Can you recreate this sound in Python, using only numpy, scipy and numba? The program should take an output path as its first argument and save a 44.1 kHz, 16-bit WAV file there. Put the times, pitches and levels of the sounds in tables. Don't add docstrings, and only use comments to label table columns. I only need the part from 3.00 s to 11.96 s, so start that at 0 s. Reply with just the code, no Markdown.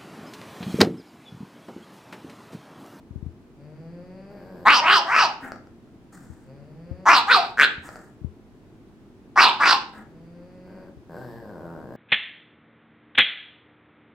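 import sys
import numpy as np
from scipy import signal
from scipy.fft import rfft, irfft
from scipy.io import wavfile
from scipy.ndimage import uniform_filter1d
from numba import njit

SR = 44100
rng = np.random.default_rng(int(sys.argv[2]) if len(sys.argv) > 2 else 0)


def dump_mix(stems):
    frames = np.atleast_2d(stems).T
    limited = np.clip(frames, -1, 1)
    pcm = np.round(limited * 32767).astype(np.int16)
    wavfile.write(sys.argv[1], SR, pcm)


N = 395136
TIME_S = np.arange(N) / SR
FREQS_HZ = np.maximum(np.arange(N // 2 + 1) * SR / N, 1)

# start, length and attack in seconds, level and sag in dB, release in dB/s,
# widest jaw as a share of the length, pitch shut and wide in Hz, hoarseness 0-1, formant 1 shut and
# wide in Hz, vowel length in seconds, formant 2 top in Hz and trim in dB, formant 3 start and end
# in Hz and trim in dB.
BARKS = [(1.652, 0.12, 0.022, -10, 10.5, 110, .5, 200.8, 295, .33, 890, 1260, .14, 3000, -1.5, 3700, 5110, -1.5),
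         (1.805, .175, 0.11, -14, 3.5, 452, .75, 297.2, 404, 0.49, 686, 1340, 0.19, 3150, -4, 3260, 4966, -5.5),
         (2.050, 0.19, 0.14, -16, 1.5, 333, .65, 335.3, 603, 0.56, 810, 1254, .23, 2786, -5, 5800, 4830, -6.5),
         (4.055, .130, 0.029, -9.5, 8.5, 459, .4, 214.1, 355.1, 0.47, 950, 1107, .145, 2860, -7, 6370, 4110, -3),
         (4.272, 0.088, 0.044, -12.5, 2, 225, .42, 386.3, 486.2, .46, 783, 1450, 0.077, 2700, -11, 2900, 4390, -3),
         (4.573, .074, 0.031, -12.5, 3.5, 602.5, .45, 119.8, 150, .42, 1516, 1570, .085, 2715, -5.5, 2620, 3746, -5),
         (6.359, .120, 0.029, -10.5, 7, 274, .27, 189.5, 390, .55, 938, 1159, 0.097, 2814, -4.5, 5760, 3725, -1.5),
         (6.594, 0.14, 0.022, -16.5, 0, 394, .3, 279.2, 323.2, 0.8, 953, 1342, 0.13, 2870, -8, 5080, 4560, -1.5)]
# share of the vowel length, formant 1 width factor,
# formant 2 as a share of its top, swell of formants 2 and 3 in dB.
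BARK_VOWEL = [(0, .9, 0.58, -15, -23), (.17, 1.2, .63, -4.5, -20.5), (.37, 1.2, 0.84, -0.5, -18.5),
              (.66, 1.1, 0.98, -4, -3.5), (.88, .65, .97, -6, 0), (1.15, 0.4, .93, -2, -5.5)]
# frequency in Hz, gain in dB.
CHEST_SPECTRUM = [(90, -16), (170, -3), (400, 4.5), (700, 2), (1200, -24), (3000, -34.5)]
SPRAY_SPECTRUM = [(2500, -14), (6000, 7), (8000, 2.5), (10500, -12), (13000, -4), (16000, -15.5)]
RASP_SPECTRUM = [(2000, -10.5), (3300, 5), (5200, -1.5), (6600, -5), (8000, -8)]
# start, length and time to top pitch in seconds, low, top and last
# pitch in Hz, level and sag in dB.
MOANS = [(0.574, 1.03, .77, 151.7, 204.4, 170.8, -45, 6), (3.442, 0.62, .59, 139, 189.6, 190.1, -47.5, 1),
         (7.039, .8, .45, 163.3, 180.2, 187.7, -53, -4)]
# frequency in Hz, gain in dB.
MOAN_SPECTRUM = [(100, -6.5), (150, 16.5), (200, -2), (350, -4), (540, 5), (750, -10.5), (1100, -19),
                 (1750, -18), (2600, -23), (3600, -48), (4700, -20.5), (5800, -48.5), (7500, -48),
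                 (12000, -58.5)]
# time in seconds, pulse rate in Hz, roughness 0-1, level in dB,
# snarl resonance in Hz, wheeze in dB relative to the throat.
GROWLS = [
    [(1.3, 91, .15, -52, 1610, -25), (1.65, 91, .15, -47, 1600, -22)],
    [(7.66, 96, .15, -54, 1544, -27.5), (7.82, 99, 0.3, -51, 1539, -29), (7.9, 94, .3, -53, 1551, -27.5)],
    [(8.09, 88, 0, -46, 1600, -30.5), (8.15, 92, .25, -40, 1560, -27.5), (8.18, 135, .5, -40, 1510, -24),
     (8.33, 108, .2, -45, 1760, -19.5), (8.41, 118, .6, -46.5, 1630, -23),
     (8.53, 86, .05, -43.5, 1500, -29.5), (8.72, 86, 0.11, -40.5, 1430, -35.5),
     (8.89, 58, 0, -45, 1600, -31.5), (8.96, 72, 0.1, -40.5, 1650, -31)],
]
# frequency in Hz, gain in dB.
GROWL_SPECTRUM = [(70, -14.5), (120, 4), (260, 4), (370, 0.5), (560, 4), (850, -7), (1080, -6.5),
                  (1350, -23.5), (2500, -44)]
WHEEZE_SPECTRUM = [(3500, -4), (5000, 2.5), (6200, -19.5), (8000, -5.5), (10000, -22), (12000, -0.5),
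                   (16000, -15.5)]
# start, length and attack in seconds, level and sag in dB, nostril hiss in dB
SNORTS = [(2.40, 0.1, 0.053, -38.5, 9, -26), (3.122, 0.34, .008, -55.5, 15, -5.5),
          (4.82, 0.28, 0.039, -45, 19, -10.5), (6.915, 0.096, .04, -47, 6.5, -23.5)]
# start, length and attack in seconds, first pitch in Hz,
# fall in octaves/s, level and sag in dB.
GRUNTS = [(2.41, .13, 0.034, 278, 3.6, -39.5, 22), (3.135, .11, .01, 215, 8.7, -51.5, -1),
          (6.925, 0.077, 0.053, 233.5, 2.9, -48.5, 8)]
# frequency in Hz, gain in dB.
SNORT_SPECTRUM = [(150, -11), (400, -8), (800, -3), (1100, -5), (1550, 1), (1850, -2), (2400, -20),
                  (5000, -38)]
NOSTRIL_SPECTRUM = [(2500, -16), (4800, -4), (5700, -6), (7300, 1), (9200, -2), (10500, -15), (13500, -11),
                    (16000, -20)]
GRUNT_SPECTRUM = [(70, -26), (140, 11.5), (270, 13.0), (480, -33.0), (2000, -28.0)]
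# time in seconds, strike level in dB.
SMACKS = [(2.52, -18), (2.56, -30.5), (2.672, -39), (2.875, -49.5), (4.89, -22), (4.958, -25.5),
          (4.991, -33.5)]
# time in seconds, relative strike level in dB,
# left over right in dB.
BUMPS = [(0.108, -35.5, 16), (0.158, -34.5, 26), (0.226, -31.5, 18), (0.263, -28.5, 15), (3.3, -43, 30),
         (3.912, -30, 22), (4.78, -32.5, 1), (5.215, -42, 25), (5.245, -29, 26.5), (7.97, -46, 23)]
# frequency in Hz, gain in dB, T60 in seconds.
MOUTH_MODES = [(720, -7, 0.011), (1355, -6.5, 0.011), (1500, -19.5, 0.012), (4670, -13, 0.0029)]
BUMP_MODES = [(83.5, -1, 0.18), (126, 0.5, 0.077), (183, 9, 0.015)]
# frequency in Hz, left over right in dB.
PORT_BALANCE = [(1400, 0.64), (2400, 2), (4400, -8), (8000, 10), (12000, -1.5)]
# frequency in Hz, lead of the left in radians.
PORT_PHASE = [(500, -.1), (1300, -.38), (4000, -0.65), (9000, -1.1)]
# frequency in Hz, T60 in seconds.
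ROOM_T60 = [(150, 0.85), (1000, .38), (4500, 0.41), (14000, 0.081)]
# frequency in Hz, left-right coherence 0-1.
COHERENCE = [(50, 0.31), (200, .92), (700, 0.92), (2000, 0.13), (6000, 0.033)]
# frequency in Hz, gain in dB.
ROOM_TONE_SPECTRUM = [(15, -34), (25, -8.5), (76, -8), (130, -4.5), (175, -8.5), (223, -4), (335, -5),
                      (545, -19.5), (591, -19.5), (1520, -29), (16000, -52.5)]


def barks():
    (age_s, length_s, attack_s, level_db, sag_db, release_db_per_s, widest, shut_hz, wide_hz, hoarse,
     f1_shut_hz, f1_wide_hz, vowel_s, f2_top_hz, f2_db, f3_start_hz, f3_end_hz, f3_db) = events(BARKS)
    shut_s = length_s + .03
    jaw = arch(age_s, widest * length_s, shut_s)
    strain = arch(age_s, .62 * length_s, shut_s)
    spent_s = np.clip(age_s - length_s, 0, .15)
    fall_oct_per_s, breakup_per_s = 3.5, 2.5
    pitch_hz = (shut_hz + (wide_hz - shut_hz) * jaw ** 1.3) * 2 ** (-fall_oct_per_s * spent_s)
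    rough = np.clip(hoarse * (.45 + .55 * strain) + breakup_per_s * spent_s, 0, 1)
    damping, f2_share, f2_swell_db, f3_swell_db = curves(BARK_VOWEL, age_s / vowel_s)
    f1_hz = f1_shut_hz + (f1_wide_hz - f1_shut_hz) * jaw ** .8
    f3_hz = f3_start_hz + (f3_end_hz - f3_start_hz) * np.clip(age_s / length_s, 0, 1)
    treble_db = f3_db + f3_swell_db
    source = vocal_folds(pitch_hz, rough, jitter=.14, shimmer_db=6.5, air=1.25)
    breathy = source + 1.6 * rng.standard_normal(N)
    first = formant(source, f1_hz, width_hz=damping * (230 + 950 * rough))
    second = from_db(f2_db + f2_swell_db) * formant(source, f2_top_hz * f2_share, width_hz=680)
    third = from_db(treble_db) * formant(shaped(breathy, RASP_SPECTRUM), f3_hz, width_hz=1600)
    boom = shaped(source + .33 * rng.standard_normal(N), CHEST_SPECTRUM)
    chest = from_db(-22.5 + 6.5 * rough) * levelled(boom, span_s=.027)
    spray_db = .25 * treble_db - 24.5 + 3.2 * drift(rate_hz=41)
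    spray = from_db(spray_db) * levelled(shaped(breathy, SPRAY_SPECTRUM), span_s=.027)
    gain = envelope(age_s, length_s, attack_s, sag_db, release_db_per_s, onset_db=-18)
    return gain * from_db(level_db) * (first - second + third + chest + spray)


def vocal_folds(pitch_hz, rough, jitter, shimmer_db, air):
    cycles = np.cumsum(pitch_hz * np.exp(jitter * rough * drift(rate_hz=260))) / SR
    phase = cycles % 1
    closures = np.flatnonzero(np.diff(np.floor(cycles))[:-1]) + 1
    late_samples = np.clip(phase[closures] * SR / pitch_hz[closures], 0, 1)
    pulses = np.zeros(N)
    pulses[closures], pulses[closures - 1] = 1 - late_samples, late_samples
    puffs = unit_rms(np.exp(-3 * phase) * rng.standard_normal(N))
    breath = np.clip(air * rough, 0, .97)
    flow = np.sqrt((1 - breath ** 2) * SR / pitch_hz) * pulses + breath * puffs
    return flow * from_db(shimmer_db * rough * drift(rate_hz=170))


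def formant(source, hz, width_hz, span_s=.017):
    hz, width_hz = hz + np.zeros(N), width_hz + np.zeros(N)
    return levelled(resonator(resonator(source, hz, width_hz), hz, width_hz), span_s)


def moans():
    age_s, length_s, *_, level_db, sag_db = events(MOANS)
    attack_s, settle_s = .07, .11
    knots = []
    for start_s, hold_s, climb_s, low_hz, top_hz, last_hz, *_ in MOANS:
        knots += [(start_s, .92 * low_hz), (start_s + settle_s, low_hz),
                  (start_s + climb_s, top_hz), (start_s + hold_s + attack_s, last_hz)]
    pitch_hz, = curves(knots, TIME_S)
    source = vocal_folds(pitch_hz, rough=.13, jitter=.07, shimmer_db=5, air=1.4)
    gain = envelope(age_s, length_s, attack_s, sag_db, release_db_per_s=399.5, onset_db=-14)
    return gain * from_db(level_db) * levelled(shaped(source, MOAN_SPECTRUM), span_s=.04)


def growls():
    active = sum((TIME_S >= rows[0][0]) & (TIME_S < rows[-1][0]) for rows in GROWLS)
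    gate = uniform_filter1d(np.minimum(active, 1.), size=160)
    knots = [row for rows in GROWLS for row in rows]
    pulse_hz, rough, level_db, snarl_hz, wheeze_db = curves(knots, TIME_S)
    wobble = 1 + .045 * drift(rate_hz=22)
    source = vocal_folds(pulse_hz * wobble, rough, jitter=.1, shimmer_db=5, air=.9)
    throat = levelled(shaped(source, GROWL_SPECTRUM), span_s=.046)
    snarl = from_db(-15 + 8.5 * rough) * formant(source, snarl_hz, width_hz=210, span_s=.12)
    breathy = .5 * source + rng.standard_normal(N)
    wheeze = from_db(wheeze_db) * unit_rms(shaped(breathy, WHEEZE_SPECTRUM))
    return gate * from_db(level_db) * (throat + snarl + wheeze)


def snorts():
    age_s, length_s, attack_s, level_db, sag_db, hiss_db = events(SNORTS)
    air = rng.standard_normal(N) * from_db(2.4 * drift(rate_hz=130))
    throat = unit_rms(shaped(air, SNORT_SPECTRUM))
    nostrils = from_db(hiss_db) * unit_rms(shaped(air, NOSTRIL_SPECTRUM))
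    gain = envelope(age_s, length_s, attack_s, sag_db, release_db_per_s=254, onset_db=-19)
    return gain * from_db(level_db) * (throat + nostrils)


def grunts():
    age_s, length_s, attack_s, first_hz, fall_oct_per_s, level_db, sag_db = events(GRUNTS)
    pitch_hz = first_hz * 2 ** (-fall_oct_per_s * np.clip(age_s, 0, length_s))
    source = vocal_folds(pitch_hz, rough=.2, jitter=.1, shimmer_db=5, air=.6)
    gain = envelope(age_s, length_s, attack_s, sag_db, release_db_per_s=600, onset_db=-17)
    return gain * from_db(level_db) * levelled(shaped(source, GRUNT_SPECTRUM), span_s=.05)


def smacks():
    times_s, levels_db = np.transpose(SMACKS)
    return struck(times_s, levels_db, MOUTH_MODES)


def bumps():
    times_s, levels_db, pan_db = np.transpose(BUMPS)
    sides = np.array([struck(times_s, levels_db + side * pan_db / 2, BUMP_MODES) for side in (1, -1)])
    bass_band = signal.butter(2, [55, 300], "band", fs=SR, output="sos")
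    return from_db(-4.5) * signal.sosfilt(bass_band, sides)


def mic_ports(x):
    left = from_db(at_hz(PORT_BALANCE, FREQS_HZ) / 2) * np.exp(.5j * at_hz(PORT_PHASE, FREQS_HZ))
    pair = np.array([left, 1 / left])
    return irfft(rfft(x) * pair / np.abs(pair).mean(axis=0), N)


def reverb(x, size=24000):
    time_s, hz = TIME_S[:size], np.arange(size // 2 + 1) * SR / size
    spectrum = diffuse_spectrum(size)
    tail = 0
    for low_hz in 62.5 * 2. ** np.arange(8):
        octave = irfft(spectrum * ((hz >= low_hz) & (hz < 2 * low_hz)), size)
        tail = tail + octave * from_db(-60 * time_s / at_hz(ROOM_T60, low_hz * np.sqrt(2)))
    onset = ramp(time_s - .003, span_s=.0013)
    response = unit_rms(tail * onset) / np.sqrt(size)
    return signal.fftconvolve(x[None], response, axes=1)[:, :N]


def room_tone():
    return unit_rms(shaped(irfft(diffuse_spectrum(N), N), ROOM_TONE_SPECTRUM))


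def diffuse_spectrum(size):
    mid, side = rfft(rng.standard_normal((2, size)))
    coherence = at_hz(COHERENCE, np.maximum(np.arange(len(mid)) * SR / size, 1))
    return np.sqrt(1 + coherence) * mid + np.sqrt(1 - coherence) * side * [[1], [-1]]


def struck(times_s, levels_db, modes):
    ringing, hits = np.zeros(N), (times_s * SR).astype(int)
    for hz, gain_db, t60_s in modes:
        clicks = np.full(N, 1e-18)
        clicks[hits] = from_db(levels_db + gain_db)
        radius, step_rad = from_db(-60 / (t60_s * SR)), 2 * np.pi * hz / SR
        poles = [1, -2 * radius * np.cos(step_rad), radius ** 2]
        ringing += signal.lfilter([0, np.sin(step_rad)], poles, clicks)
    return ringing


@njit
def resonator(x, hz, width_hz):
    y = np.zeros(len(x))
    for i in range(2, len(x)):
        r = np.exp(-np.pi * width_hz[i] / SR)
        drive = (1 - r * r) / 2 * (x[i] - x[i - 2])
        y[i] = drive + 2 * r * np.cos(2 * np.pi * hz[i] / SR) * y[i - 1] - r * r * y[i - 2]
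    return y


def shaped(x, spectrum):
    cepstrum = irfft(np.log(from_db(at_hz(spectrum, FREQS_HZ))), N)
    cepstrum[1:N // 2] *= 2
    cepstrum[N // 2 + 1:] = 0
    return irfft(rfft(x) * np.exp(rfft(cepstrum)), N)


def events(table):
    columns = np.transpose(table)
    latest = np.maximum(np.searchsorted(columns[0], TIME_S) - 1, 0)
    start_s, *others = columns[:, latest]
    return [TIME_S - start_s] + others


def envelope(age_s, length_s, attack_s, sag_db, release_db_per_s, onset_db):
    attack_db = onset_db * (1 - ramp(age_s, attack_s)) ** 1.7
    hold_db = sag_db * ramp(age_s - attack_s, length_s - attack_s)
    release_db = release_db_per_s * np.maximum(age_s - length_s, 0)
    return uniform_filter1d((age_s > 0) * from_db(attack_db - hold_db - release_db), size=160)


def arch(age_s, top_s, end_s):
    return np.sin(np.pi / 2 * (ramp(age_s, top_s) + ramp(age_s - top_s, end_s - top_s))) ** 2


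def ramp(age_s, span_s):
    return np.clip(age_s / np.maximum(span_s, 1e-3), 0, 1)


def curves(rows, position):
    knots, *columns = np.transpose(rows)
    return [np.interp(position, knots, column) for column in columns]


def at_hz(rows, hz):
    knots_hz, values = np.transpose(rows)
    return np.interp(np.log(hz), np.log(knots_hz), values)


def drift(rate_hz):
    return unit_rms(np.interp(TIME_S * rate_hz, np.arange(N // 8), rng.standard_normal(N // 8)))


def levelled(x, span_s):
    power = uniform_filter1d(x * x, int(span_s * SR))
    smoothed = uniform_filter1d(power, int(span_s * SR / 2))
    return x / np.sqrt(np.abs(smoothed) + 1e-12)


def unit_rms(x):
    return x / np.sqrt(np.mean(x ** 2) + 1e-20)


def from_db(db):
    return 10 ** (np.asarray(db) / 20)


def scene():
    loud = barks()
    soft = moans() + growls() + snorts() + grunts() + smacks()
    loud_stereo = mic_ports(loud + from_db(-10) * reverb(loud))
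    soft_stereo = (soft + from_db(-6) * reverb(soft)) * from_db([[.69], [-.69]])
    return loud_stereo + soft_stereo + bumps() + from_db(-50) * room_tone()


def record(dry):
    cutoff_hz = 15900
    rounded = dry / (1 + dry ** 6) ** (1 / 6)
    return signal.sosfilt(signal.ellip(10, .1, 80, cutoff_hz, fs=SR, output="sos"), rounded)


dry = scene()
out = record(dry)
dump_mix(out)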